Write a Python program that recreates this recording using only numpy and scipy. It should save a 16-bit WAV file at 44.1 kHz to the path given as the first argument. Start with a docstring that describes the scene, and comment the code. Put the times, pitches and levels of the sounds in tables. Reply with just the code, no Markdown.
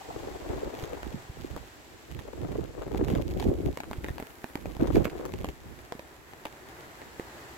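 """Light rain on a garden umbrella.

Drops tick and thump on the taut cloth just overhead. Gusts reach two microphone ports, each with its
own rumble and flutter, and shake droplets onto the cloth. A hollow rush swells and fades early on.
Behind it all: the soft hiss of rain on leaves, fine spray and the far murmur of the town."""
import sys
import numpy as np
from scipy import signal
from scipy.fft import rfft, irfft, next_fast_len
from scipy.io import wavfile
from scipy.ndimage import uniform_filter1d

SR = 44100
rng = np.random.default_rng(int(sys.argv[2]) if len(sys.argv) > 2 else 0)


def wav_record(signal):
    """Record a signal, one row per channel, as 16-bit PCM in the file named by sys.argv[1]."""
    frames = np.transpose(np.atleast_2d(signal))
    bounded = np.clip(frames, -1, 1)
    # unit amplitude maps onto the largest positive 16-bit level
    quanta = np.round(bounded * 32767).astype(np.int16)
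    wavfile.write(sys.argv[1], SR, quanta)


N = 333837

# start_s, tick_db, tick_hz, thump_db
DROP_HITS = [(0.839, -25, 2750, -47), (1.031, -25.5, 1400, -43), (1.564, -25.5, 1290, -26),
             (2.1912, -30, 2420, -40), (2.8207, -28.5, 1180, -42), (2.878, -35, 1090, -24),
             (2.947, -32, 1700, -15), (3.083, -26, 2200, -39), (3.1513, -28, 4050, -42),
             (3.3988, -22.5, 3760, -48), (3.426, -22.5, 3280, -26), (3.7731, -22.5, 3540, -26.5),
             (3.8033, -21, 1980, -31.5), (3.8346, -27, 2020, -30.5), (3.9124, -25, 1390, -23),
             (3.932, -24.5, 2320, -39), (4.044, -22.5, 2200, -23), (4.0849, -24.5, 1890, -25),
             (4.182, -25, 4000, -42), (4.1999, -25, 2200, -22.5), (4.2253, -28.5, 1600, -24),
             (4.4425, -24.5, 1710, -22), (4.555, -20.5, 1670, -18.5), (4.6571, -29, 1980, -22),
             (4.767, -30.5, 1000, -27), (4.8727, -27, 4000, -47), (4.957, -22.5, 2530, -22),
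             (5.054, -17, 1720, -13.5), (5.0986, -33.5, 3700, -50), (5.253, -25.5, 1300, -39),
             (5.338, -25.5, 1950, -23), (5.445, -21.5, 2530, -17), (5.4877, -28, 2850, -26),
             (5.79, -36, 3000, -41), (5.9227, -23, 4040, -22.5), (5.952, -39, 1200, -29),
             (5.994, -31, 4060, -29), (6.335, -32.5, 2850, -47), (6.4538, -21.5, 2680, -36.5),
             (6.4569, -27.5, 2620, -26), (7.017, -30, 2800, -39), (7.197, -26, 2200, -19)]
# taut, damp cloth: pitch_hz, level_db, t60_s
CLOTH_MODES = [(302, 5, 0.06), (435, 15.5, 0.015), (705, 3.5, 0.033)]
def drops(splash_db=-30, splash_s=0.015, rebound_db=-9, samples=3000):
    """A drop snaps on the cloth, splashes and thumps the panel; taut spots ring higher than slack."""
    out, t = np.zeros((2, N)), np.arange(samples) / SR
    flatten_s, blow_s, pan_db, pieces_per_s, usual_tick_hz = .0005, .0005, 4, 250, 2200
    highpass = signal.butter(1, 400, "high", fs=SR)
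    for start_s, tick_db, tick_hz, thump_db in DROP_HITS:
        crackle, spray = rng.standard_normal((2, 2, samples))
        splash_decay = np.exp(-t / splash_s)
        slap = (t == 0) + t / flatten_s * np.exp(-t / flatten_s) * crackle
        slap += amp(splash_db) * splash_decay * spray
        # pieces of the drop land again
        pieces = (rng.random(samples) < pieces_per_s / SR) * rng.standard_normal(samples) * splash_decay
        slap += amp(rebound_db) * signal.fftconvolve(slap, pieces[None])[:, :samples]
        tick = signal.lfilter(*highpass, colour(slap, spot_spectrum(tick_hz)))
        detune = np.sqrt(tick_hz / usual_tick_hz) * np.exp(.12 * rng.standard_normal(len(CLOTH_MODES)))
        thump = sum(amp(mode_db - 60 * t / t60_s) * np.sin(2 * np.pi * hz * ratio * t)
                    for (hz, mode_db, t60_s), ratio in zip(CLOTH_MODES, detune))
        drop = amp(tick_db) * evened(tick) + amp(thump_db) * evened(thump)
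        drop *= np.sqrt(blow_s * SR / samples)  # energy of those levels held for blow_s
        add(out, start_s, drop * port_gains(rng.uniform(-pan_db, pan_db))[:, None])
    return out


# freq_hz, gain_db
TICK_SPECTRUM = [(300, 18.5), (850, 22), (1300, 11.5), (2100, 10.5), (4000, 0), (5500, -4.5), (7800, -2),
                 (9500, -13), (12500, -2), (16000, -13.5)]
def spot_spectrum(tick_hz, peak_db=5, width_octaves=.6, ripple_db=1.6):
    """One spot on the cloth colours its tick with a broad resonance and chance ripples."""
    hz = np.geomspace(250, 16000, 28)
    resonance_db = peak_db * np.exp(-(np.log2(hz / tick_hz) / width_octaves) ** 2)
    gain_db = value_at(TICK_SPECTRUM, hz) + resonance_db + ripple_db * rng.standard_normal(len(hz))
    return np.transpose([hz, gain_db])


# start_s, length_s, level_db
DROPLET_SHOWERS = [(0.75, 0.12, -47), (3.069, 0.078, -44.5), (3.296, 0.026, -46), (3.373, 0.093, -46.5),
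                   (4.924, 0.064, -45), (5.04, 0.019, -39.5)]
def droplets(rumble_gain, calm_db=-47, patter_db=-53, boost_db=7, spots=8):
    """Fine drops tick on the cloth: in brief showers, as patter in gusts, as drizzle with the spray."""
    t, shower_gain = np.arange(N) / SR, np.zeros(N)
    *_, fizz_db = curves(BACKGROUND_LEVELS)
    for start_s, length_s, level_db in DROPLET_SHOWERS:
        progress = np.clip((t - start_s) / length_s, 0, 1)
        shower_gain += amp(level_db) * np.sqrt(abs(np.sin(np.pi * progress)))
    shower = shower_gain * impacts(per_s=380, spread_db=3)
    shaken = rumble_gain / (rumble_gain + amp(calm_db))
    clumps = evened(amp(3 * np.minimum(wander(rate_hz=60, channels=1), 1.5)))
    patter = impacts(per_s=30, spread_db=2.2) * clumps * shaken * amp(patter_db)
    drizzle = impacts(per_s=17, spread_db=1.8) * clumps * amp(fizz_db)
    hits = shower + patter + drizzle
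    struck_spot = rng.integers(spots, size=N)
    ticks = sum(colour(hits * (struck_spot == spot), spot_spectrum(hz), size=1024)
                for spot, hz in enumerate(np.geomspace(2000, 5500, spots)))
    highpass = signal.butter(1, 3500, "high", fs=SR)  # small drops are brighter
    ticks = amp(boost_db) * signal.lfilter(*highpass, ticks)
    at_far_port = np.roll(ticks[::-1], SR // 3000, 1)
    return ticks + .45 * at_far_port


# start_s, length_s, rumble_db, flutter_db, slant (0 head-on, 1 across the ports)
WIND_GUSTS = [(0.155, 0.81, -47, -41, 0.98), (0.49, 0.064, -37, -32.5, 0.65),
              (1.027, 0.11, -40.5, -44, 0.64), (1.364, 0.21, -41, -47.5, 0.9),
              (2.106, 0.088, -41, -49, 0.51), (2.25, 0.17, -51, -43, 0.83),
              (2.386, 0.23, -36.5, -36.5, 0.68), (2.74, 0.44, -45.5, -41.5, 0.96),
              (2.914, 0.26, -32, -32, 0.49), (3, 0.084, -34, -54, 0.89), (3.162, 0.27, -36, -36.5, 0.012),
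              (3.45, 0.074, -30, -28, 0.065), (3.575, 0.11, -35, -34.5, 0.024),
              (3.858, 0.31, -46.5, -48, 0.083), (4.592, 0.174, -43.5, -47, 0.6),
              (4.799, 0.04, -28.5, -27.5, 0.69), (4.902, 0.088, -24.5, -23.5, 0.4),
              (4.983, 0.3, -49, -39.5, 1), (5.28, 0.21, -42, -45.5, 0.1), (5.58, 0.23, -50, -56.5, 0.17)]
def airflow(breeze_rumble_db=-62, breeze_flutter_db=-58.5, breeze_slant=.15):
    """Gusts build, hold and die away, adding in power over a light breeze."""
    t = np.arange(N) / SR
    rise_share, release_s = .38, .042
    rumble_power = np.full(N, amp(breeze_rumble_db) ** 2)
    flutter_power = np.full(N, amp(breeze_flutter_db) ** 2)
    slanted_power = breeze_slant * (rumble_power + flutter_power)
    for start_s, length_s, rumble_db, flutter_db, slant in WIND_GUSTS:
        rise = np.clip((t - start_s) / (rise_share * length_s) + .5, 0, 1)
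        envelope = rise * np.exp(-np.maximum(t - start_s - length_s, 0) / release_s)
        gust_rumble, gust_flutter = (envelope * amp(rumble_db)) ** 2, (envelope * amp(flutter_db)) ** 2
        rumble_power += gust_rumble
        flutter_power += gust_flutter
        slanted_power += slant * (gust_rumble + gust_flutter)
    return np.sqrt(rumble_power), np.sqrt(flutter_power), slanted_power / (rumble_power + flutter_power)


# freq_hz, gain_db
RUMBLE_SPECTRUM = [(35, -20.5), (55, -2), (80, -9), (135, -13.5), (220, -17), (1200, -72.5)]
# freq_hz, gain_db
LOW_FLUTTER_SPECTRUM = [(165, -31.5), (255, -2.5), (360, 0), (520, -9.5), (800, -22), (1500, -65),
                        (8000, -83)]
# freq_hz, gain_db
HIGH_FLUTTER_SPECTRUM = [(150, -43), (300, 3), (480, 2), (800, -9), (1200, -14), (8000, -53)]
def wind(rumble_gain, flutter_gain, slant, rumble_trim_db=1.5):
    """Turbulence at each port: big eddies rumble, small ones flutter in quick bursts."""
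    rumble_lr_db, flutter_lr_db = -36, 11.5  # crosswind rumbles right, flutters left
    head_on_db, across_db = -16.5, 8  # high flutter relative to low
    stutter = amp(2.6 * wander(rate_hz=28, channels=1))
    rumble = colour(noise(), RUMBLE_SPECTRUM) * amp(3.3 * wander(rate_hz=30))
    rumble = steadied(rumble * port_gains(rumble_lr_db * slant), window_s=.06)
    bursts = amp(4.7 * wander(rate_hz=85))
    low, high = (bursts * impacts(per_s=1100, spread_db=4) for _ in range(2))
    low = colour(low, LOW_FLUTTER_SPECTRUM) * port_gains(flutter_lr_db * slant ** 4)
    high = colour(high, HIGH_FLUTTER_SPECTRUM) * port_gains(flutter_lr_db * slant)
    high_db = head_on_db + (across_db - head_on_db) * slant
    flutter = steadied(low + amp(high_db) * high, window_s=.045)
    return stutter * (rumble * rumble_gain * amp(rumble_trim_db) + flutter * flutter_gain)


# centre_s, level_db, pitch_hz
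STRONG_EDDIES = [(0.275, -26, 450), (0.634, -20.5, 466), (0.834, -25, 66), (0.933, -25, 537),
                 (1.069, -26, 292), (1.146, -23, 192), (1.3, -26.5, 74), (1.448, -24, 337),
                 (2.587, -20, 384), (3.027, -15, 314), (3.138, -15, 215), (3.468, -16, 290),
                 (3.491, -18, 140), (3.532, -22.5, 495), (3.986, -24, 69.6), (4.107, -20.5, 66),
                 (4.826, -9.5, 298), (4.951, -10, 336), (4.983, -12.5, 328)]
def buffets(trim_db=-1, lr_db=-2, lag_s=.0008, width_s=.006):
    """A strong eddy briefly shoves the left port, then the right."""
    out, t = np.zeros((2, N)), np.arange(-SR // 20, SR // 20) / SR
    port_t = t - lag_s * np.array([[0], [1]])
    for centre_s, level_db, pitch_hz in STRONG_EDDIES:
        phase = rng.uniform(-np.pi, np.pi)
        envelope = np.exp(-(port_t / (width_s / 2 + .053 / pitch_hz)) ** 2)
        shove = envelope * np.cos(2 * np.pi * pitch_hz * port_t + phase)
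        add(out, centre_s + t[0], amp(level_db + trim_db) * shove * port_gains(lr_db)[:, None])
    return out


# freq_hz, gain_db
HOLLOW_SPECTRUM = [(300, -36), (620, -1), (740, 5), (930, 1.5), (1150, -9), (2500, -58)]
def hollow_rush(level_db=-48, peak_s=.33, width_s=.59):
    """A hollow, grainy rush swells and fades."""
    t = np.arange(N) / SR
    grain = evened(noise() * amp(4.5 * wander(rate_hz=60, channels=1)))
    envelope = np.exp(-.5 * ((t - peak_s) / width_s) ** 2)
    return colour(grain, HOLLOW_SPECTRUM) * amp(level_db) * envelope


# time_s, murmur_db, hiss_db, fizz_db
BACKGROUND_LEVELS = [(0, -58.5, -55.5, -64), (.8, -53.5, -57.5, -65.5), (1.9, -59.5, -60, -67),
                     (2.8, -64.5, -62, -70), (4.3, -57.5, -62.5, -61), (5.1, -59.5, -62, -65.5),
                     (6.25, -58, -63, -65.5), (6.7, -54, -60, -63.5), (7.57, -53, -57, -62.5)]
# far sound at the two ports: freq_hz, coherence
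PORT_COHERENCE = [(300, 1), (640, 0.84), (1400, -0.24), (3000, 0.26)]
# freq_hz, gain_db
MURMUR_SPECTRUM = [(25, -27), (58, 1), (140, -1.5), (190, -7), (365, 1), (480, -4.5), (770, -2), (1200, -6),
                   (1850, -5.5), (3000, -22.5), (16000, -68)]
# freq_hz, gain_db
HISS_SPECTRUM = [(500, 3.5), (2000, 10), (4200, 6), (5700, 3), (7800, 5), (9000, -8.5)]
# freq_hz, gain_db
FIZZ_SPECTRUM = [(4000, -17), (9000, -2), (12300, 4), (16000, -4)]
def town_and_far_rain(murmur_trim_db=4.5, hiss_trim_db=3.5):
    """The town murmurs, alike at both ports in the bass; rain hisses on leaves; fine spray fizzes."""
    murmur_db, hiss_db, fizz_db = curves(BACKGROUND_LEVELS)
    size = next_fast_len(N)
    left, unrelated = rfft(noise(), size)
    coherence = value_at(PORT_COHERENCE, np.fft.rfftfreq(size, 1 / SR))
    right = coherence * left + np.sqrt(1 - coherence ** 2) * unrelated
    far_noise = irfft(np.array([left, right]), size)[:, :N]
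    swell_db = .7 * wander(rate_hz=12, channels=1)
    murmur = colour(far_noise, MURMUR_SPECTRUM) * amp(murmur_db + murmur_trim_db + swell_db)
    hiss = colour(noise(), HISS_SPECTRUM) * amp(hiss_db + hiss_trim_db + .5 * swell_db)
    fizz = colour(impacts(per_s=1800, spread_db=2.2), FIZZ_SPECTRUM) * amp(fizz_db + swell_db)
    return murmur + hiss + fizz


def noise():
    """White noise, unrelated at the two ports."""
    return rng.standard_normal((2, N))


def impacts(per_s, spread_db):
    """Random clicks at each port, mostly small, a few large."""
    sizes = amp(spread_db * np.minimum(rng.exponential(1, (2, N)), 4))
    return evened(sizes * rng.choice([-1, 1], (2, N)) * (rng.random((2, N)) < per_s / SR))


def wander(rate_hz, channels=2):
    """Slow random motion of rms 1."""
    hz = np.fft.rfftfreq(next_fast_len(N), 1 / SR)
    bins = rng.standard_normal((channels, len(hz), 2)) @ [1, 1j]
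    return evened(irfft(bins * np.exp(-(hz / rate_hz) ** 2), next_fast_len(N))[:, :N])


def colour(x, spectrum, size=4096):
    """Unit-energy minimum-phase filter; attacks stay sharp."""
    log_gain = np.log(amp(value_at(spectrum, abs(np.fft.fftfreq(size, 1 / SR)))))
    response = np.fft.ifft(np.exp(np.conj(signal.hilbert(log_gain)))).real[:size // 2]
    return signal.oaconvolve(x, response[None] / np.linalg.norm(response), axes=1)[:, :x.shape[1]]


def value_at(spectrum, hz):
    """Interpolates on a log-frequency axis."""
    freq_hz, values = np.transpose(spectrum)
    return np.interp(np.log(hz + 1), np.log(freq_hz + 1), values)


def curves(rows):
    """Table columns as lines through time."""
    time_s, *columns = np.transpose(rows)
    return [np.interp(np.arange(N) / SR, time_s, column) for column in columns]


def amp(db):
    """Decibels to gain."""
    return 10 ** (np.asarray(db) / 20)


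def evened(x):
    """Scales to rms 1."""
    return x / np.sqrt(np.mean(x ** 2) + 1e-20)


def steadied(x, window_s):
    """Holds the running rms near 1; quick bursts pass."""
    power = uniform_filter1d(np.mean(x ** 2, 0), int(window_s * SR))
    return x / np.sqrt(abs(uniform_filter1d(power, int(window_s * SR))) + 1e-12)


def port_gains(lr_db):
    """Constant-power gains for a left-minus-right level."""
    pair = amp(np.array([lr_db / 2, -lr_db / 2]))
    return pair / np.sqrt(np.mean(pair ** 2, 0))


def add(mix, start_s, sound):
    """Mixes a stereo sound in at start_s."""
    part = mix[:, max(round(start_s * SR), 0):][:, :sound.shape[1]]
    part += sound[:, :part.shape[1]]


def scene():
    """Rain and wind under the umbrella."""
    rumble_gain, flutter_gain, slant = airflow()
    background = town_and_far_rain() + hollow_rush()
    gusts = wind(rumble_gain, flutter_gain, slant) + buffets()
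    return background + gusts + drops() + droplets(rumble_gain)


def record(dry):
    """Steep low-pass at the top of the treble."""
    cutoff_hz = 16050
    lowpass = signal.firwin(511, cutoff_hz, window=("kaiser", 9), fs=SR)
    return signal.oaconvolve(dry, lowpass[None], "same")


dry = scene()
out = record(dry)
wav_record(out)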